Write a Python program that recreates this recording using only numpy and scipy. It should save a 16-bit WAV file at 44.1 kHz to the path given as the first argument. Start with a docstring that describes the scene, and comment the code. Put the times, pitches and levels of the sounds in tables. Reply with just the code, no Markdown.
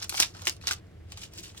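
"""Outdoors, a low distant rumble and faint air lie underneath throughout.
From the start, close to a stereo camera, the nails of a short bamboo tube twist dry corn kernels off a cob:
over three twists, dense scraping grains crunch, kernels snap in short flurries and the tube knocks dully.
After a pause the hand regrips from about 1.1 s and the cob rustles softly, with faint snaps and knocks.
The basket and the heap of corn answer the handwork with a short scattered tail."""
import sys
import numpy as np
from scipy import signal
from scipy.fft import rfft, irfft, next_fast_len
from scipy.io import wavfile
from scipy.ndimage import map_coordinates

SR = 44100
rng = np.random.default_rng(int(sys.argv[2]) if len(sys.argv) > 2 else 0)


def level_to_linear(level):
    """Convert decibel levels to linear amplitude factors, elementwise."""
    exponent = np.asarray(level, float) / 20
    return 10 ** exponent


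def wav_record(signal):
    """Record a signal, one row per channel, as 16-bit PCM in the file named by sys.argv[1]."""
    frames = np.transpose(np.atleast_2d(signal))
    bounded = np.clip(frames, -1, 1)
    # unit amplitude maps onto the largest positive 16-bit level
    quanta = np.round(bounded * 32767).astype(np.int16)
    wavfile.write(sys.argv[1], SR, quanta)


N = 70560  # samples, 1.6 s

# Levels in the tables are relative.
# Outdoor air, spectrum of the noise: f/Hz, density/(dB per Hz)
AIR_SPECTRUM = [(12, -60), (20, -12), (33, -16), (91, -0.5), (116, -4.5), (134, -13.5), (172, -7.5),
                (234, -20), (319, -12), (367, -16.5), (738, -25), (897, -31.5), (1810, -31.5),
                (1960, -31.5), (16000, -55.5)]
# Outdoor air, likeness of left and right: f/Hz, correlation (1 is mono)
AIR_LIKENESS = [(60, .99), (130, 1), (290, 0.543), (640, 1), (1400, 0.663), (3000, .2), (15000, 0.075)]
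# Distant rumble, wavering low tones: f/Hz, half-width/Hz, level/dB
HUMS = [(82.8, 3, -56), (106, 3.3, -59), (191, 4.7, -70), (52, 10, -64)]
# Decay of the basket and the heap: f/Hz, T60/s
BASKET_DECAY = [(300, 0.16), (2000, .12), (6000, 0.09), (14000, 0.032)]
# Jolts of the tube: t/s, level/dB
JOLTS = [(0.122, -34), (0.2007, -26), (.36, -40), (0.4707, -28.5), (.671, -53), (1.387, -35.5),
         (1.404, -48.5)]
# Scraping strokes of the twists: t/s, level/dB, brightness/(dB per octave)
TWIST = [(0, -55, -3), (.014, -54.5, -8), (.03, -41.5, -3.5), (.06, -61, -4.5), (.088, -71.5, 8),
         (.11, -50, -2.5), (.16, -45.5, -0.5), (.18, -39, 0), (.195, -37.5, -6.5), (.212, -34, 1),
         (.228, -32, -4.5), (.246, -45, -2), (.28, -56.5, -2.5), (.332, -71, -4), (.352, -60.5, -8.5),
         (.40, -59.5, -4), (.446, -56, -8), (.466, -46.5, 1), (.48, -33, -3.5), (.5, -52, -2),
         (.53, -56.5, -0.5), (.6, -85, -4), (.616, -62.5, -4), (.664, -54, -7), (.68, -35, -3.5),
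         (.7, -45, -5.5), (.725, -40.5, -2), (.75, -59.5, -2), (.8, -69.5, -7.5)]
# Rustling of the regrip: t/s, level/dB, brightness/(dB per octave)
REGRIP = [(1.07, -82, -1.6), (1.1, -69.5, -2), (1.125, -61, -1.5), (1.156, -71, -2.2), (1.18, -56, -2.3),
          (1.205, -59, 0.43), (1.234, -48.5, -2.2), (1.26, -59.5, 0), (1.304, -79, -0.22),
          (1.322, -69, 0.44), (1.345, -61.5, -0.8), (1.396, -51.5, 1), (1.415, -65, -0.57), (1.434, -53, 1),
          (1.5, -58.5, -1.7), (1.534, -75, 0), (1.558, -68, 0.59), (1.575, -52.5, 1), (1.6, -60.5, 1)]
# Colour of the crunching twists: f/Hz, density/(dB per Hz)
CRUNCH_SPECTRUM = [(180, -36), (300, -10.5), (348, -5), (418, -14), (574, -18), (1150, -6), (1250, -6),
                   (2170, -15), (2610, -3.5), (3640, -2), (5610, 5), (8220, -3), (14000, -12.5),
                   (16000, -16)]
# Colour of the rustling cob: f/Hz, density/(dB per Hz)
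RUSTLE_SPECTRUM = [(410, -45), (700, -21), (767, 1), (1150, -2.5), (1300, -40.5), (1710, 3), (1920, -15),
                   (2880, 5.5), (3840, -1.5), (5190, 4), (6320, -3.5), (7110, 6), (9110, -12.5),
                   (14800, -15.5), (16000, -14)]
# Kernels breaking loose: t/s, peak level/dB, pitch f/Hz, length/s, crumbling trail re peak/dB
SNAPS = [(.0238, -28, 3050, .004, -14), (.0428, -29, 5190, .004, -14), (.0937, -16, 7340, .0025, -18),
         (.1, -27, 7340, .002, -16), (.1231, -25, 1300, .003, -16), (.1426, -26, 1300, .003, -16),
         (.149, -26, 3150, .002, -16), (.1765, -23, 2830, .006, -16), (.1998, -6, 5500, .003, -16),
         (.2035, -9, 4700, .0025, -18), (.2238, -13, 4140, .002, -16), (.2295, -17, 3400, .004, -16),
         (.3476, -41, 1540, .003, -14), (.3676, -39, 3020, .003, -14), (.3935, -42, 2280, .003, -14),
         (.4189, -34, 5450, .004, -14), (.4529, -28, 5420, .003, -16), (.4702, -13, 2900, .003, -14),
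         (.477, -18, 5060, .003, -16), (.487, -21, 2860, .002, -16), (.4955, -17, 6820, .0015, -20),
         (.565, -44, 9000, .002, -16), (.6125, -44, 2540, .003, -12), (.6379, -41, 1170, .003, -14),
         (.671, -17, 4600, .003, -12), (.688, -25, 2830, .003, -16), (.7095, -18, 1200, .002, -14),
         (.7118, -19, 5500, .0015, -14), (.7325, -24, 6500, .002, -16), (.868, -58, 7000, .003, -10),
         (.9138, -58, 1790, .003, -12), (1.1199, -30, 4840, .0015, -12), (1.1727, -33, 4800, .003, -12),
         (1.2176, -38, 3420, .004, -12), (1.234, -36, 5200, .003, -14), (1.3359, -37, 14000, .002, -18),
         (1.3748, -46, 1750, .004, -10), (1.3765, -40, 13500, .002, -16), (1.392, -42, 12000, .002, -14),
         (1.405, -38, 14000, .002, -16), (1.4351, -38, 7000, .003, -14), (1.5464, -47, 1240, .003, -20),
         (1.5793, -38, 9060, .002, -14)]
# Stereo picture of the camera: f/Hz, phase by which the left is turned ahead/rad
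STEREO_TURN = [(60, .2), (190, .3), (300, 1.4), (600, 1.4), (1500, .8), (3000, .4), (6000, -1.0),
               (12000, .3)]

AIR_DB = -50  # dB, rms of the noise without the hums
BASKET_DB = -9  # dB, scattered tail against the direct sound
THUMP_HZ, THUMP_T60, THUMP_RISE_S = 343, 0.066, 0.0034  # Hz, s, s: the tube's hollow knock
GRAINS_PER_S, GRAIN_CYCLES = 12000, 4.82  # density; a grain's length in its own cycles
GRAIN_SPREAD_DB, CLUMP_DB, CLUMPS_PER_S = 2.2, 1, 160  # size spread; slow unevenness and its knots a second
TRAIL_T60, TRAIL_DB = .045, -3  # s, dB: decay and common level of the crumbling trails
SNAP_GRAINS, SNAP_CYCLES, SNAP_DB = 36, 4.5, -8  # grains a snap, length of each in cycles, level/dB
SNAP_FOCUS, SNAP_THIN = 4, 4  # dB lost per octave from the pitch; further dB per octave below it
NOTE_CYCLES, NOTE_DB = 10, -8  # the kernel's own short note: length in cycles, level/dB
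THIN_HZ = 280  # small kernels radiate little below
LAG_S, LAG_SPREAD_S = 9e-5, 2.5e-5  # s, mean and spread of the right port's delay
PAN_SPREAD_DB = 3  # dB, spread of the level difference between the ports


def unit(x):
    """Scales a signal to rms 1."""
    return x / np.sqrt(np.mean(x ** 2) + 1e-20)


def along(points, hz):
    """Reads (f/Hz, value) points on a logarithmic frequency axis."""
    f, value = np.transpose(points)
    return np.interp(np.log(hz + 1), np.log(f + 1), value)


def wobble(rate, s):
    """A smooth random curve with rate knots a second, read at times s."""
    knots = rng.standard_normal(int(N * rate / SR) + 4)
    return map_coordinates(knots, [s * rate])


def filtered(x, response):
    """Multiplies the spectrum of x by a complex response of frequency."""
    m = next_fast_len(N + SR // 2)
    return irfft(rfft(x, m) * response(np.fft.rfftfreq(m, 1 / SR)), m)[..., :N]


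def air():
    """Smooth outdoor noise, near mono in the bass, over a rumble of narrow noise bands."""
    def mid_side(hz):
        angle = np.arccos(np.clip(along(AIR_LIKENESS, hz), -1, 1)) / 2
        return level_to_linear(along(AIR_SPECTRUM, hz)) * [np.cos(angle), np.sin(angle)]

    mid, side = filtered(rng.standard_normal((2, N)), mid_side)
    noise = level_to_linear(AIR_DB) * unit(np.array([mid + side, mid - side]))
    rumble = np.zeros(N)
    for hz, width_hz, level_db in HUMS:
        tone = filtered(rng.standard_normal(N), lambda f: np.exp(-((f - hz) / width_hz) ** 2))
        rumble += level_to_linear(level_db) * unit(tone)
    return noise + rumble * level_to_linear([[-.5], [.5]])


def basket(x):
    """Scattered answer of the basket and the heap; a new decaying pattern every tenth of a second."""
    out, step = np.zeros((2, N + SR)), SR // 10
    for i in range(0, N, step):
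        noise = rng.standard_normal((2, SR // 5))
        hz, t, z = signal.stft(noise, SR, nperseg=128)
        decay = level_to_linear(-60 * t / along(BASKET_DECAY, hz)[:, None])
        tail = signal.istft(z * decay, SR, nperseg=128)[1]
        wet = signal.fftconvolve(x[:, i:i + step], tail / np.linalg.norm(tail[0]), axes=1)
        out[:, i:i + wet.shape[1]] += wet
    return out[:, :N]


def tube():
    """The jolted hollow tube knocks dully: one softly rising, damped resonance."""
    at, level_db = np.transpose(JOLTS)
    blows = np.bincount((at * SR).astype(int), level_to_linear(level_db), N)
    t = np.arange(SR // 8) / SR
    envelope = (1 - np.exp(-t / THUMP_RISE_S)) * level_to_linear(-60 * t / THUMP_T60)
    knock = envelope * np.sin(2 * np.pi * THUMP_HZ * t)
    return signal.fftconvolve(blows, knock)[:N]


def grains(s, hz, gain, cycles, draw, size=160):
    """Softly starting damped sines that reach the two microphone ports at slightly different times."""
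    out, k = np.zeros((2, N)), np.arange(size)
    # six time constants fill the wanted cycles, or the window of size samples if that is shorter
    life = (np.minimum(cycles / hz, size / SR) / 6)[:, None]
    pan_db = PAN_SPREAD_DB * rng.standard_normal(len(s))
    right = s + LAG_S + LAG_SPREAD_S * draw
    for port, arrival in enumerate([s, right]):
        first = np.ceil(arrival * SR).astype(int)
        t = ((first - arrival * SR)[:, None] + k) / SR
        # one draw moves the left by half of it, the right by one and a half times
        level = (gain * level_to_linear(pan_db * (-0.5 - port)))[:, None]
        envelope = np.e * t / life * np.exp(-t / life)
        wave = level * envelope * np.sin(2 * np.pi * hz[:, None] * t)
        place = np.abs(first)[:, None] + k
        out[port] = np.bincount(place.ravel(), wave.ravel(), N + SR)[:N]
    return out


def scrape(curve, spectrum):
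    """Friction as dense clumped grains of all pitches, under the stroke and in the trail of each snap."""
    at, level_db, bright = np.transpose(curve)
    count = int(GRAINS_PER_S * (at[-1] - at[0]))
    u, lag = rng.random((count, 3)), rng.standard_normal(count)
    s = at[0] + (at[-1] - at[0]) * u[:, 0]
    lo, hi = spectrum[0][0], spectrum[-1][0]
    hz = lo * (hi / lo) ** np.sqrt(u[:, 1])  # more grains towards the treble
    uneven_db = -GRAIN_SPREAD_DB * np.log(1 - u[:, 2]) + CLUMP_DB * wobble(CLUMPS_PER_S, s)
    size = hz * level_to_linear(along(spectrum, hz) + uneven_db) / (u[:, 1] + .02) ** 0.19
    # even out the power of the whole crowd
    size = size / np.sqrt(np.mean(size ** 2 * GRAIN_CYCLES / hz) * GRAINS_PER_S / 16)
    trail = np.zeros(count)  # power
    for t, peak_db, _, _, trail_db in SNAPS:
        fading_db = peak_db + TRAIL_DB + trail_db - 60 * np.abs(s - t) / TRAIL_T60
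        trail += (s > t) * level_to_linear(2 * fading_db)
    level = np.sqrt(level_to_linear(2 * np.interp(s, at, level_db)) + trail)
    tilt = level_to_linear(np.interp(s, at, bright) * np.log2(hz / 4500))
    return grains(s, hz, size * level * tilt, GRAIN_CYCLES, lag)


def snaps():
    """Each kernel breaks in a short flurry of grains, loudest near its pitch, with one short note on it."""
    at, peak_db, pitch, length = np.transpose(SNAPS)[:4, :, None]
    u = rng.random((len(SNAPS), 2, SNAP_GRAINS))
    lag = rng.standard_normal((len(SNAPS), SNAP_GRAINS))
    rank = (np.arange(SNAP_GRAINS) + u[:, 0]) / SNAP_GRAINS
    hz = 600 * (15500 / 600) ** (rank ** .7)
    off_pitch_db = SNAP_FOCUS * np.abs(np.log2(hz / pitch)) + SNAP_THIN * np.maximum(np.log2(pitch / hz), 0)
    fade_db = 5 * u[:, 1]  # later grains are weaker
    gain = level_to_linear(peak_db + SNAP_DB - off_pitch_db - fade_db) * np.sqrt(length / .003)
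    s = at + length * u[:, 1]
    crack = grains(s.ravel(), hz.ravel(), gain.ravel(), SNAP_CYCLES, lag.ravel())
    note_at, note_gain = at + length / 3, level_to_linear(peak_db + NOTE_DB)
    note = grains(note_at.ravel(), pitch.ravel(), note_gain.ravel(), NOTE_CYCLES, lag[:, 0])
    return crack + note


def scene():
    """Air behind, the basket's answer, and the hands at work close by, a little to the left."""
    corn = tube() + scrape(TWIST, CRUNCH_SPECTRUM) + scrape(REGRIP, RUSTLE_SPECTRUM) + snaps()
    corn = corn * level_to_linear([[3.8], [2.2]])  # dB, left and right
    # three first-order high passes
    corn = filtered(corn, lambda hz: (1j * hz / (THIN_HZ + 1j * hz)) ** 3)
    return air() + level_to_linear(BASKET_DB) * basket(corn) + corn


def low_pass(x):
    """Removes everything above the highest recorded frequency."""
    return signal.sosfilt(signal.butter(12, 16630, fs=SR, output="sos"), x)


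def record(dry):
    """The camera widens the stereo picture by turning the phase between its channels."""
    wide = filtered(dry, lambda hz: np.exp(.5j * np.outer([1, -1], along(STEREO_TURN, hz))))
    return low_pass(wide)


dry = scene()
out = record(dry)
wav_record(out)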